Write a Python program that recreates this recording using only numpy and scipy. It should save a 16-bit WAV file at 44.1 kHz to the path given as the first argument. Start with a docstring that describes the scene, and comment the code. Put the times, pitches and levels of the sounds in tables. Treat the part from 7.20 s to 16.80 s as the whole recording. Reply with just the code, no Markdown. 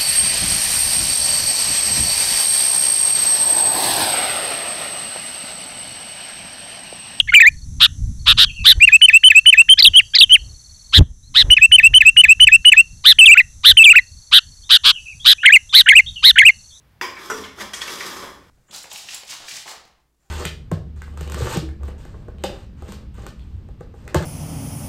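"""Bulbul singing close to the microphone

A bulbul strings gliding whistles (few partials), thin squeaks and raspy trilled chirps (harmonic stacks
through a throat response) into phrases; its loudest notes overload the input, its wings puff air at it.
Behind it: insect trills of gated tones, faint gliding far birds, shaped-noise hiss and a low air rumble."""
import sys
import numpy as np
from scipy import signal
from scipy.fft import rfft, irfft
from scipy.io import wavfile
from scipy.ndimage import uniform_filter1d, map_coordinates

SR = 44100
rng = np.random.default_rng(int(sys.argv[2]) if len(sys.argv) > 2 else 0)


def file_out(sig):
    """Save sig as 16-bit WAV at sys.argv[1]."""
    # one column per channel
    cols = np.atleast_2d(sig).T
    # limit, then scale
    lim = np.clip(cols, -1, 1)
    pcm = np.round(lim * 32767).astype(np.int16)
    wavfile.write(sys.argv[1], SR, pcm)


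N = 423360
OVER = 4  # oversampling of the bird and the overload
FINE = OVER * SR  # samples/s

# Stock of notes, before stretch and pitch factor:
# (attack [s], release [s], relative level [dB], pitch curve of (time [s], pitch [Hz]))
RISE = (0.04, 0.0083, 3.8, [(0, 1600), (.0085, 2440), (.022, 2430), (.0334, 2799), (.0474, 2850),
        (.0574, 2900)])
PIP = (0.019, .012, 3.5, [(0, 1374), (.0045, 1770), (.008, 3133), (.01, 2861), (.0235, 2825), (.0355, 2968),
       (.0453, 2964), (.05, 2797), (.0564, 2948)])
DIP = (.007, 0.042, 2, [(0, 2082), (.0045, 2747), (.0085, 2660), (.014, 2517), (.0215, 1734), (.036, 1835),
       (.048, 2170)])
TOOT = (0.021, .013, 3.5, [(0, 2396), (.008, 2624), (.017, 2538), (.0395, 2767), (.045, 2695),
        (.0555, 2834)])
YIP = (0.00065, 0.02, 6, [(0, 3760), (.004, 2630), (.008, 3270), (.015, 3280)])
PEEP = (0.048, 0.014, -2, [(0, 1880), (.011, 1700), (.018, 2210), (.037, 2050)])
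SPIKE = (.005, 0.018, 2.3, [(0, 1500), (.013, 1384), (.018, 1700), (.0235, 2600), (.026, 2000),
         (.029, 3000), (.035, 3020), (.043, 2406), (.072, 2296), (.082, 1900)])
WAVE = (0.0055, 0.012, 2.9, [(0, 1800), (.004, 1700), (.008, 2430), (.019, 2610), (.027, 1900), (.05, 1716),
        (.063, 1960), (.08, 2380), (.096, 2450)])
SQUEAK = (0.025, 0.013, -3.5, [(0, 1573), (.011, 1686), (.016, 1892), (.0195, 2650), (.03, 2080),
          (.046, 1880)])
LOOP = (.005, .014, 2.5, [(0, 2960), (.006, 4254), (.013, 4830), (.02, 4590), (.031, 2842), (.037, 2670),
        (.041, 3980), (.048, 3690), (.055, 3233), (.069, 3020)])
SLUR = (0.043, 0.028, 3.5, [(0, 2536), (.004, 3090), (.02, 2920), (.045, 3310), (.055, 3052), (.064, 2705),
        (.07, 2150), (.083, 1300)])
SLIDE = (0.0082, 0.016, 2.86, [(0, 1554), (.0056, 3140), (.0146, 3057), (.03, 2643), (.039, 2592),
         (.048, 2666), (.062, 2634), (.074, 2000)])
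ROLL = (0.0086, 0.012, 2.9, [(0, 3290), (.006, 3193), (.009, 3696), (.02, 2768), (.043, 2300), (.057, 2360),
        (.07, 2817), (.089, 2510), (.098, 1310)])
HOOK = (.003, 0.014, 0.73, [(0, 1342), (.02, 1507), (.027, 2468), (.0375, 2758), (.0515, 2410),
        (.055, 1794), (.06, 2090), (.072, 1910)])
BUBBLE = (0.011, 0.013, 3.1, [(0, 1766), (.004, 1833), (.009, 1380), (.021, 1596), (.028, 2006),
          (.031, 2960), (.0345, 3400), (.039, 2204), (.045, 2008), (.058, 2258), (.066, 1650), (.072, 1620),
          (.091, 2180)])
FLICK = (.011, 0.012, 2.86, [(0, 2106), (.008, 2436), (.018, 2596), (.021, 2958), (.039, 2570),
         (.0455, 2313), (.047, 2026), (.063, 2310)])
# Set phrases of notes: (note, delay before stretch [s])
OPENING = [(YIP, 0), (PEEP, .074), (SPIKE, .12), (WAVE, .198)]
LONE_PIP = [(PIP, 0)]
WARBLE = [(SQUEAK, 0), (LOOP, .049), (SLUR, .161)]
ROLLING = [(SLIDE, 0), (ROLL, .0685), (HOOK, .165)]
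BUBBLING = [(BUBBLE, 0), (FLICK, 0.09)]

LOW_INSECT_HZ, HIGH_INSECT_HZ = 4380, 4600


def amp(db):
    """Gain of a level in dB."""
    return 10 ** (np.asarray(db) / 20)


def evened(x):
    """Scale to rms 1."""
    return x / np.sqrt(np.mean(x ** 2) + 1e-20)


def read(points, hz):
    """Interpolate a curve over frequency on a log axis."""
    f, value = np.transpose(points)
    return np.interp(np.log(hz + 1), np.log(f), value)


def level(points):
    """Per-sample gain from a curve of dB over time."""
    s, db = np.transpose(points)
    return amp(np.interp(np.arange(N) / SR, s, db))


def add(mix, at, sound):
    """Mix a sound in at a sample index, cut at the end."""
    part = mix[max(round(at), 0):][:len(sound)]
    part += sound[:len(part)]


def noise(points, size):
    """Noise of rms 1 with the given spectrum."""
    spectrum = rfft(rng.standard_normal(size))
    gain = amp(read(points, np.fft.rfftfreq(size, 1 / SR)))
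    return evened(irfft(spectrum * gain, size))


def wander(t, hz):
    """Smooth random curve of about unit size, through hz random points a second."""
    return map_coordinates(rng.standard_normal(2048), [(t - t[0]) * hz % 2047], order=3)


def edges(t, fade_s):
    """Soft start and stop."""
    return np.sin(np.pi / 2 * np.clip(np.minimum(t, t[-1] - t) / fade_s, 0, 1)) ** 2


def hiss():
    """High hiss: noise with several spectral peaks, dipping briefly in level."""
    # Spectrum: (frequency [Hz], relative gain [dB])
    hiss_spectrum = [(500, -24), (2000, -25), (3000, -31.5), (3650, -19), (4100, -19), (5000, -22.5),
                     (5650, -9), (6120, -1.5), (6550, -10), (7050, -16), (7550, -9), (8300, -22.5),
                     (9650, -15), (11300, -24.5), (15000, -46.5)]
    # Overall strength: (time [s], level [dB])
    hiss_course = [(0, -50), (3.79, -49), (3.83, -61.5), (4.2, -51), (9.6, -49)]
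    return noise(hiss_spectrum, N) * level(hiss_course)


def breeze(lumps_db=4):
    """Low rumble of moving air, lumpy in level."""
    # Spectrum: (frequency [Hz], relative gain [dB])
    rumble_spectrum = [(15, 0), (45, 6.5), (90, 2.5), (150, -7), (210, -15.5), (270, -20.5), (340, -34),
                       (600, -56), (2000, -63.5), (5000, -86.5)]
    # Slow strength: (time [s], relative level [dB])
    breeze_course = [(0, -38.5), (.26, -50), (.35, -37.5), (.92, -29.5), (1.34, -37), (1.8, -47.5),
                     (3.6, -52.5), (4.5, -39.5), (5.9, -46.5), (7.4, -49.5), (8.6, -52), (9.1, -42.5),
                     (9.6, -60)]
    lumps = amp(3.0 + lumps_db * wander(np.arange(N) / SR, 22))
    return noise(rumble_spectrum, N) * level(breeze_course) * lumps


def far_birds():
    """Short wavering glides from farther off."""
    # Calls: (start [s], length [s], start pitch [Hz], end pitch [Hz], relative level [dB])
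    far_calls = [(1.251, 0.06, 3410, 2560, -32.5), (1.358, 0.09, 2700, 2520, -35.5),
                 (4.029, .07, 3900, 4255, -55), (7.431, .057, 3340, 3760, -49),
                 (7.718, 0.074, 3370, 2624, -35.5), (7.855, 0.086, 2690, 2376, -38),
                 (7.997, 0.044, 3340, 3620, -38.5), (8.18, 0.057, 2410, 3200, -32.5),
                 (8.491, .035, 3450, 3720, -35), (8.86, 0.049, 3510, 3590, -30.5),
                 (8.956, 0.045, 3150, 2635, -34.5), (9.503, .08, 3510, 3786, -49)]
    out = np.zeros(N)
    for s, length_s, from_hz, to_hz, db in far_calls:
        t = np.arange(0, length_s, 1 / SR)
        hz = np.linspace(from_hz, to_hz, len(t)) * (1 + 0.035 * wander(t, 250))
        strength = amp(db + 1.5 + 2.7 * wander(t, 120)) * edges(t, 0.0052)
        add(out, s * SR, strength * np.sin(2 * np.pi * np.cumsum(hz) / SR))
    return out


def insects(chirps_hz=20, sag=.04):
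    """Each cricket-like chirp is two wing strokes and a rest; each stroke sags in pitch."""
    # Trills: (start [s], end [s], mid-stroke pitch [Hz], mean level [dB])
    insect_trills = [(0.115, .456, LOW_INSECT_HZ, -45), (0.991, 2.292, LOW_INSECT_HZ, -43.5),
                     (2.597, 3.0, HIGH_INSECT_HZ, -45.5), (3.19, 3.754, LOW_INSECT_HZ, -42),
                     (5.419, 6.203, LOW_INSECT_HZ, -51), (6.765, 7.457, LOW_INSECT_HZ, -43.5),
                     (6.898, 7.449, HIGH_INSECT_HZ, -56), (7.802, 8.046, HIGH_INSECT_HZ, -53),
                     (8.737, 9.52, LOW_INSECT_HZ, -44.5)]
    out = np.zeros(N)
    for start, end, hz, db in insect_trills:
        t = np.arange(0, end - start, 1 / SR)
        stroke = (t * chirps_hz % 1) * 3
        gate = np.sin(np.pi * (stroke % 1)) * (stroke < 2)
        drift = 1 - sag * (stroke % 1 - .5) + 0.0016 * wander(t, 190)
        turns = np.cumsum(hz * drift) / SR
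        add(out, start * SR, amp(db + wander(t, 26)) * gate * np.sin(2 * np.pi * turns))
    return out


def wing_puffs():
    """Wings throw puffs of air at the microphone: low noise under Gaussian swells."""
    # Puffs: (time of peak [s], Gaussian width [s], level [dB])
    puff_times = [(1.577, 0.016, -16.5), (2.696, 0.027, -29), (3.261, 0.064, -33.5), (3.803, 0.016, -4.5),
                  (3.838, 0.068, -29.5), (4.273, 0.029, -16.5), (4.71, 0.025, -24), (5.239, 0.037, -26.5),
                  (6.51, .025, -24.5)]
    # Spectrum: (frequency [Hz], relative gain [dB])
    puff_spectrum = [(15, -11.5), (45, 9), (85, 2.5), (130, -10.5), (220, -24), (500, -34), (2000, -51.5),
                     (6000, -74)]
    out = np.zeros(N)
    t = np.arange(-SR // 3, SR // 3) / SR
    for s, width_s, db in puff_times:
        swell = np.exp(-(t / width_s) ** 2 / 2)
        puff = noise(puff_spectrum, len(t)) * swell
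        # same energy as the swell
        puff = puff * np.linalg.norm(swell) / np.linalg.norm(puff)
        add(out, (s + t[0]) * SR, amp(db) * puff)
    return out


def wingbeat(s=3.803, hz=85, width_s=0.016, db=2):
    """One full downstroke shoves air at the microphone: a few slow pressure swings."""
    t = np.arange(-SR // 8, SR // 8) / SR
    out = np.zeros(N)
    swings = np.sin(2 * np.pi * hz * t + 0.69 * wander(t, 141.2))
    swings += amp(-14.0) * wander(t, 732)
    add(out, (s + t[0]) * SR, amp(db) * np.exp(-(t / width_s) ** 2 / 2) * swings)
    return out


def contour(note, stretch, pitch, db, shimmer_db=0.84):
    """Pitch and strength of a note that swells, holds and dies, with random wavering in both."""
    attack_db, release_db = -24, -36
    attack_s, release_s, note_db, curve = note
    s, hz = np.transpose(curve)
    t = np.arange(0, s.max() * stretch, 1 / FINE)
    hz = uniform_filter1d(np.interp(t, np.sort(s) * stretch, hz), size=400)
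    hz = hz * pitch * (1 + .005 * wander(t, 140))
    swell_db = attack_db * np.maximum(1 - t / attack_s, 0) ** 2
    swell_db += release_db * np.maximum(1 - (t[-1] - t) / release_s, 0) ** 2
    strength = amp(db + note_db + swell_db + shimmer_db * wander(t, 400)) * edges(t, .0015)
    return t, hz, strength


def whistle(note, stretch, pitch, db, overtone_db=-24, fall_db=-13, half_db=-42, air_db=-47,
            husk_db=-32, glide_db=-29, slack_db=-11):
    """Nearly pure tone, loudest at the throat resonance; overtones come through when it dives below."""
    # Strength where the pitch meets the throat resonance: (pitch [Hz], gain [dB])
    carry = [(950, -19), (1300, -27.5), (1480, -15), (1750, -8), (2100, -4), (2500, -1), (3700, -1),
             (4400, -3.5), (4800, -11)]
    # Throat response to the overtones: (frequency [Hz], relative gain [dB])
    whistle_throat = [(800, -19), (1300, 10.5), (1800, 11.5), (2700, 5.5), (3500, -6), (4200, -16.5),
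                      (4900, -26), (5600, -32), (9000, -27)]
    # Slackness of low notes: (pitch [Hz], share [0-1])
    slackness = [(1450, 1), (1800, 0)]
    t, hz, strength = contour(note, stretch, pitch, db)
    strength = strength * amp(read(carry, hz))
    phase = 2 * np.pi * np.cumsum(hz) / FINE
    tone = np.sin(phase)
    for k in range(2, 5):
        throat_db = read(whistle_throat, k * hz) - read(whistle_throat, np.minimum(hz, 3200))
        waver_db = 3 * wander(t, 200)
        purity_db = 4 * np.clip(strength, 0, 1.5)  # full-throated notes are the purest
        overtone_gain = amp(overtone_db + fall_db * (k - 4) + throat_db + waver_db - purity_db)
        tone += overtone_gain * np.sin(k * phase)
    # faint, wavering lines at half and one and a half times the pitch
    waver = amp(6 * np.tanh(wander(t, 110)))
    tone += amp(half_db) * waver * (np.sin(phase / 2) + np.sin(phase + phase / 2))
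    # low notes go slack and buzz between the harmonics
    tone += amp(slack_db) * read(slackness, hz) * np.sin(1.5 * phase)
    # fast glides shake the tone
    glide = np.tanh(abs(np.gradient(np.log(hz))) * FINE / 40)
    tone += (amp(air_db) + amp(glide_db) * glide) * wander(t, 4100) * np.cos(phase)
    # barely voiced stretches turn husky
    weak = np.exp(-strength / 1.5) * edges(t, .003)
    rough_tone = wander(t, 1600) * np.sin(2 * np.pi * 2700 * t + 2 * wander(t, 750))
    return strength * tone + amp(husk_db) * weak * rough_tone


def squeak(note, stretch, pitch, db, grit_db=-23):
    """Thin note, heard mostly an octave above its pitch, with grit growing along it."""
    t, hz, strength = contour(note, stretch, pitch, db)
    phase = 2 * np.pi * np.cumsum(hz) / FINE
    tone = np.sin(2 * phase) + amp(-12.0) * np.sin(phase)
    tone += amp(-28) * np.sin(3 * phase) + amp(-17) * np.sin(phase + phase / 2)
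    grit = wander(t, 4100) * np.sin(2 * np.pi * 3300 * t)
    grit *= amp(grit_db) * t / t[-1] * edges(t, .002)
    return strength * tone * (1 + 0.069 * wander(t, 1800)) + grit


def open_beak(t, hz, harsh, other_db=-11, harsh_db=11, rasp=0.13, half_db=-20):
    """Harmonic stack through throat and open beak; harshness brings up harmonics above the second."""
    # Throat and beak response: (frequency [Hz], gain [dB])
    beak_throat = [(600, -38.5), (1100, -11), (1600, -14.5), (2100, -15), (2700, -5.5), (3300, 0.5),
                   (3900, 2.5), (4400, -5), (5200, -13), (6200, -24), (9000, -23.5), (15000, -76.5)]
    phase, tone = 2 * np.pi * np.cumsum(hz) / FINE, 0
    for k in range(1, 8):
        source_db = 0 if k <= 2 else other_db + harsh_db * harsh + 2 * wander(t, 250)
        tone = tone + amp(source_db + read(beak_throat, k * hz)) * np.sin(k * phase)
    for k in np.arange(3) + .5:  # wavering lines at 0.5, 1.5 and 2.5 times the pitch
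        line_db = half_db + 0.6 * wander(t, 100)
        tone = tone + amp(line_db + read(beak_throat, k * hz)) * np.sin(k * phase)
    return tone * (1 + rasp * (.5 + harsh) * wander(t, 2500))


def chirp(length_s, top_hz, trill_hz, db, harsh, low_hz=950, slowing=0.1, throb_db=3):
    """Pitch climbs an arch while a fast, slowing trill sweeps it across the throat resonance."""
    # Course: (share of length [0-1], share of climb to the top pitch, relative level [dB])
    arch = [(0, 0, -31), (.1, .22, -16), (.2, .56, -6), (.32, .86, -2.5), (.5, 1.04, -2), (.68, 1.01, -1.5),
            (.85, .87, -4), (.94, .6, -8), (1, .33, -29)]
    # Higher chirps trill less deeply: (top pitch [Hz], nominal depth [share of pitch])
    trill_depth = [(1600, .22), (1780, .125), (2000, .065)]
    first_crest_s = .017  # from the start to a crest of the trill
    t = np.arange(0, length_s, 1 / FINE)
    share, climb, arch_db = np.transpose(arch)
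    climb, arch_db = (np.interp(t / t[-1], share, c) for c in (climb, arch_db))
    u = t - first_crest_s
    trill = np.cos(2 * np.pi * trill_hz * u * (1 + slowing * (1 - u / .053)))
    narrowing = 1.25 - .5 * t / t[-1]
    swing = read(trill_depth, top_hz) * np.clip(.5 + climb, 0, 1) * narrowing
    jitter = (.009 + .026 * harsh) * wander(t, 1500)
    hz = (low_hz + (top_hz - low_hz) * climb) * (1 + swing * trill + jitter)
    throb = throb_db * harsh * (trill - .5)  # harsh chirps pulse with the trill
    return amp(db + arch_db + throb) * open_beak(t, hz, harsh) * edges(t, 0.00071)


def bulbul():
    """Set phrases, chatter (lead note, dip, toot) and raspy chirps, each in its place."""
    # Phrases: (start [s], phrase, time stretch [factor], pitch [factor], relative level [dB])
    phrase_times = [(0, OPENING, 1, 1, 0), (2.484, LONE_PIP, 1.076, 1.073, 0), (2.573, WARBLE, 1, 1, 0),
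                    (2.935, WARBLE, .985, .99, -.5), (5.9844, ROLLING, 1, 1.002, .3),
                    (6.568, ROLLING, 1, 1, 0), (8.23, BUBBLING, .985, .995, -.3),
                    (8.659, BUBBLING, 1, 1.005, 0), (9.156, BUBBLING, 1.01, 1.005, -.5)]
    # Chatter: (start [s], lead note, its time stretch [factor], its pitch [factor], delay of dip [s],
    # relative level of dip [dB], pitch of dip and toot [factor])
    chatter = [(1.599, RISE, 1.017, 0.98, .0725, -2.5, 0.97), (1.8102, PIP, 1.006, 1.042, 0.071, -0.5, .99),
               (2.0304, PIP, 1.11, 1.052, .069, 0, 0.98), (2.2538, PIP, 1, 1.046, 0.07, -.5, 0.99),
               (4.298, PIP, 0.88, 1.023, .067, -3.5, .985), (4.5124, PIP, 1.03, 1.043, 0.069, -0.6, 1),
               (4.7336, PIP, 1.01, 1.046, 0.07, -0.65, 0.99), (4.962, PIP, 1.055, 1.022, .0725, 0.3, 0.98),
               (5.195, PIP, 1.053, 1.04, 0.073, 1, 0.99), (5.445, PIP, 1.05, 1.02, 0.072, 2, 0.99)]
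    # Chirps: (start [s], length [s], nominal top pitch [Hz], nominal trill rate [Hz],
    # relative level [dB], harshness [0-1])
    raspy_chirps = [(0.5978, 0.071, 1655, 113, 0, 0.58), (1.057, 0.076, 1571, 128, -.5, 0.43),
                    (1.1692, 0.084, 1663, 105, -1.5, 1), (1.4408, 0.092, 1900, 86, 2.5, .64),
                    (3.7243, 0.071, 1833, 124, -1, 0.42), (4.141, 0.09, 1954, 125, -1.5, 0.42),
                    (5.839, 0.093, 1944, 107, 2, 0.28), (6.4339, 0.092, 1892, 102, 3, 0.32),
                    (7.113, 0.083, 1745, 112, 1.5, .34), (7.4919, .084, 1732, 112, .5, 0.84),
                    (7.635, .085, 1415, 120, -1.5, 1), (8.0451, .092, 1806, 109, 1.5, 0.95),
                    (8.526, 0.096, 2035, 109, 3.5, 0.71), (9.0248, 0.093, 2020, 108, 2.5, 0.46)]
    toot_after_dip_s = 0.046
    song = np.zeros(N * OVER)
    for s, phrase, stretch, pitch, db in phrase_times:
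        for note, delay_s in phrase:
            voice = squeak if note == SQUEAK else whistle
            add(song, (s + delay_s * stretch) * FINE, voice(note, stretch, pitch, db))
    for s, lead, stretch, lead_pitch, delay_s, dip_db, pitch in chatter:
        add(song, s * FINE, whistle(lead, stretch, lead_pitch, 0))
        add(song, (s + delay_s) * FINE, whistle(DIP, 1, pitch, dip_db))
        add(song, (s + delay_s + toot_after_dip_s) * FINE, whistle(TOOT, 1, pitch, 0))
    for s, *manner in raspy_chirps:
        add(song, s * FINE, chirp(*manner))
    return signal.resample_poly(song, 1, OVER)


def echoes(x, t60_s):
    """Sparse, decaying reflections from the ground and things around."""
    # Colour of the surroundings: (frequency [Hz], gain [dB])
    surround = [(500, -11.5), (1800, 8.5), (2400, -11), (2750, 8), (3200, 4), (3700, -3), (4500, -14.5),
                (9000, -20)]
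    t = np.arange(SR // 2) / SR
    sparse = rng.standard_normal(len(t)) * (rng.random(len(t)) < 2000 / SR)
    taps = sparse * (t > .004) * amp(-60 * t / t60_s)
    colour = amp(read(surround, np.fft.rfftfreq(N, 1 / SR)))
    return signal.fftconvolve(irfft(rfft(x) * colour, N), taps / np.linalg.norm(taps))[:N]


def scene():
    """Sum of the background, the wings and the bird; both bird layers have echoes."""
    far, bird = far_birds(), bulbul()
    distant = far + amp(-6) * echoes(far, t60_s=.25)
    near = bird + amp(-35) * echoes(bird, t60_s=.25)
    return (hiss() + breeze() + distant + insects() + wing_puffs() + wingbeat() + near)[None]


def record(dry, ceiling=0.86, edge_hz=15300):
    """Input overload clips loud notes, adding a bright third harmonic; then a low-pass band limit."""
    clipped = np.clip(signal.resample_poly(dry, OVER, 1, axis=1), -ceiling, ceiling)
    out = signal.resample_poly(clipped, 1, OVER, axis=1)
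    low_pass = signal.firwin(301, edge_hz, window=("kaiser", 8), fs=SR)
    return signal.oaconvolve(out, low_pass[None], "same")


dry = scene()
out = record(dry)
file_out(out)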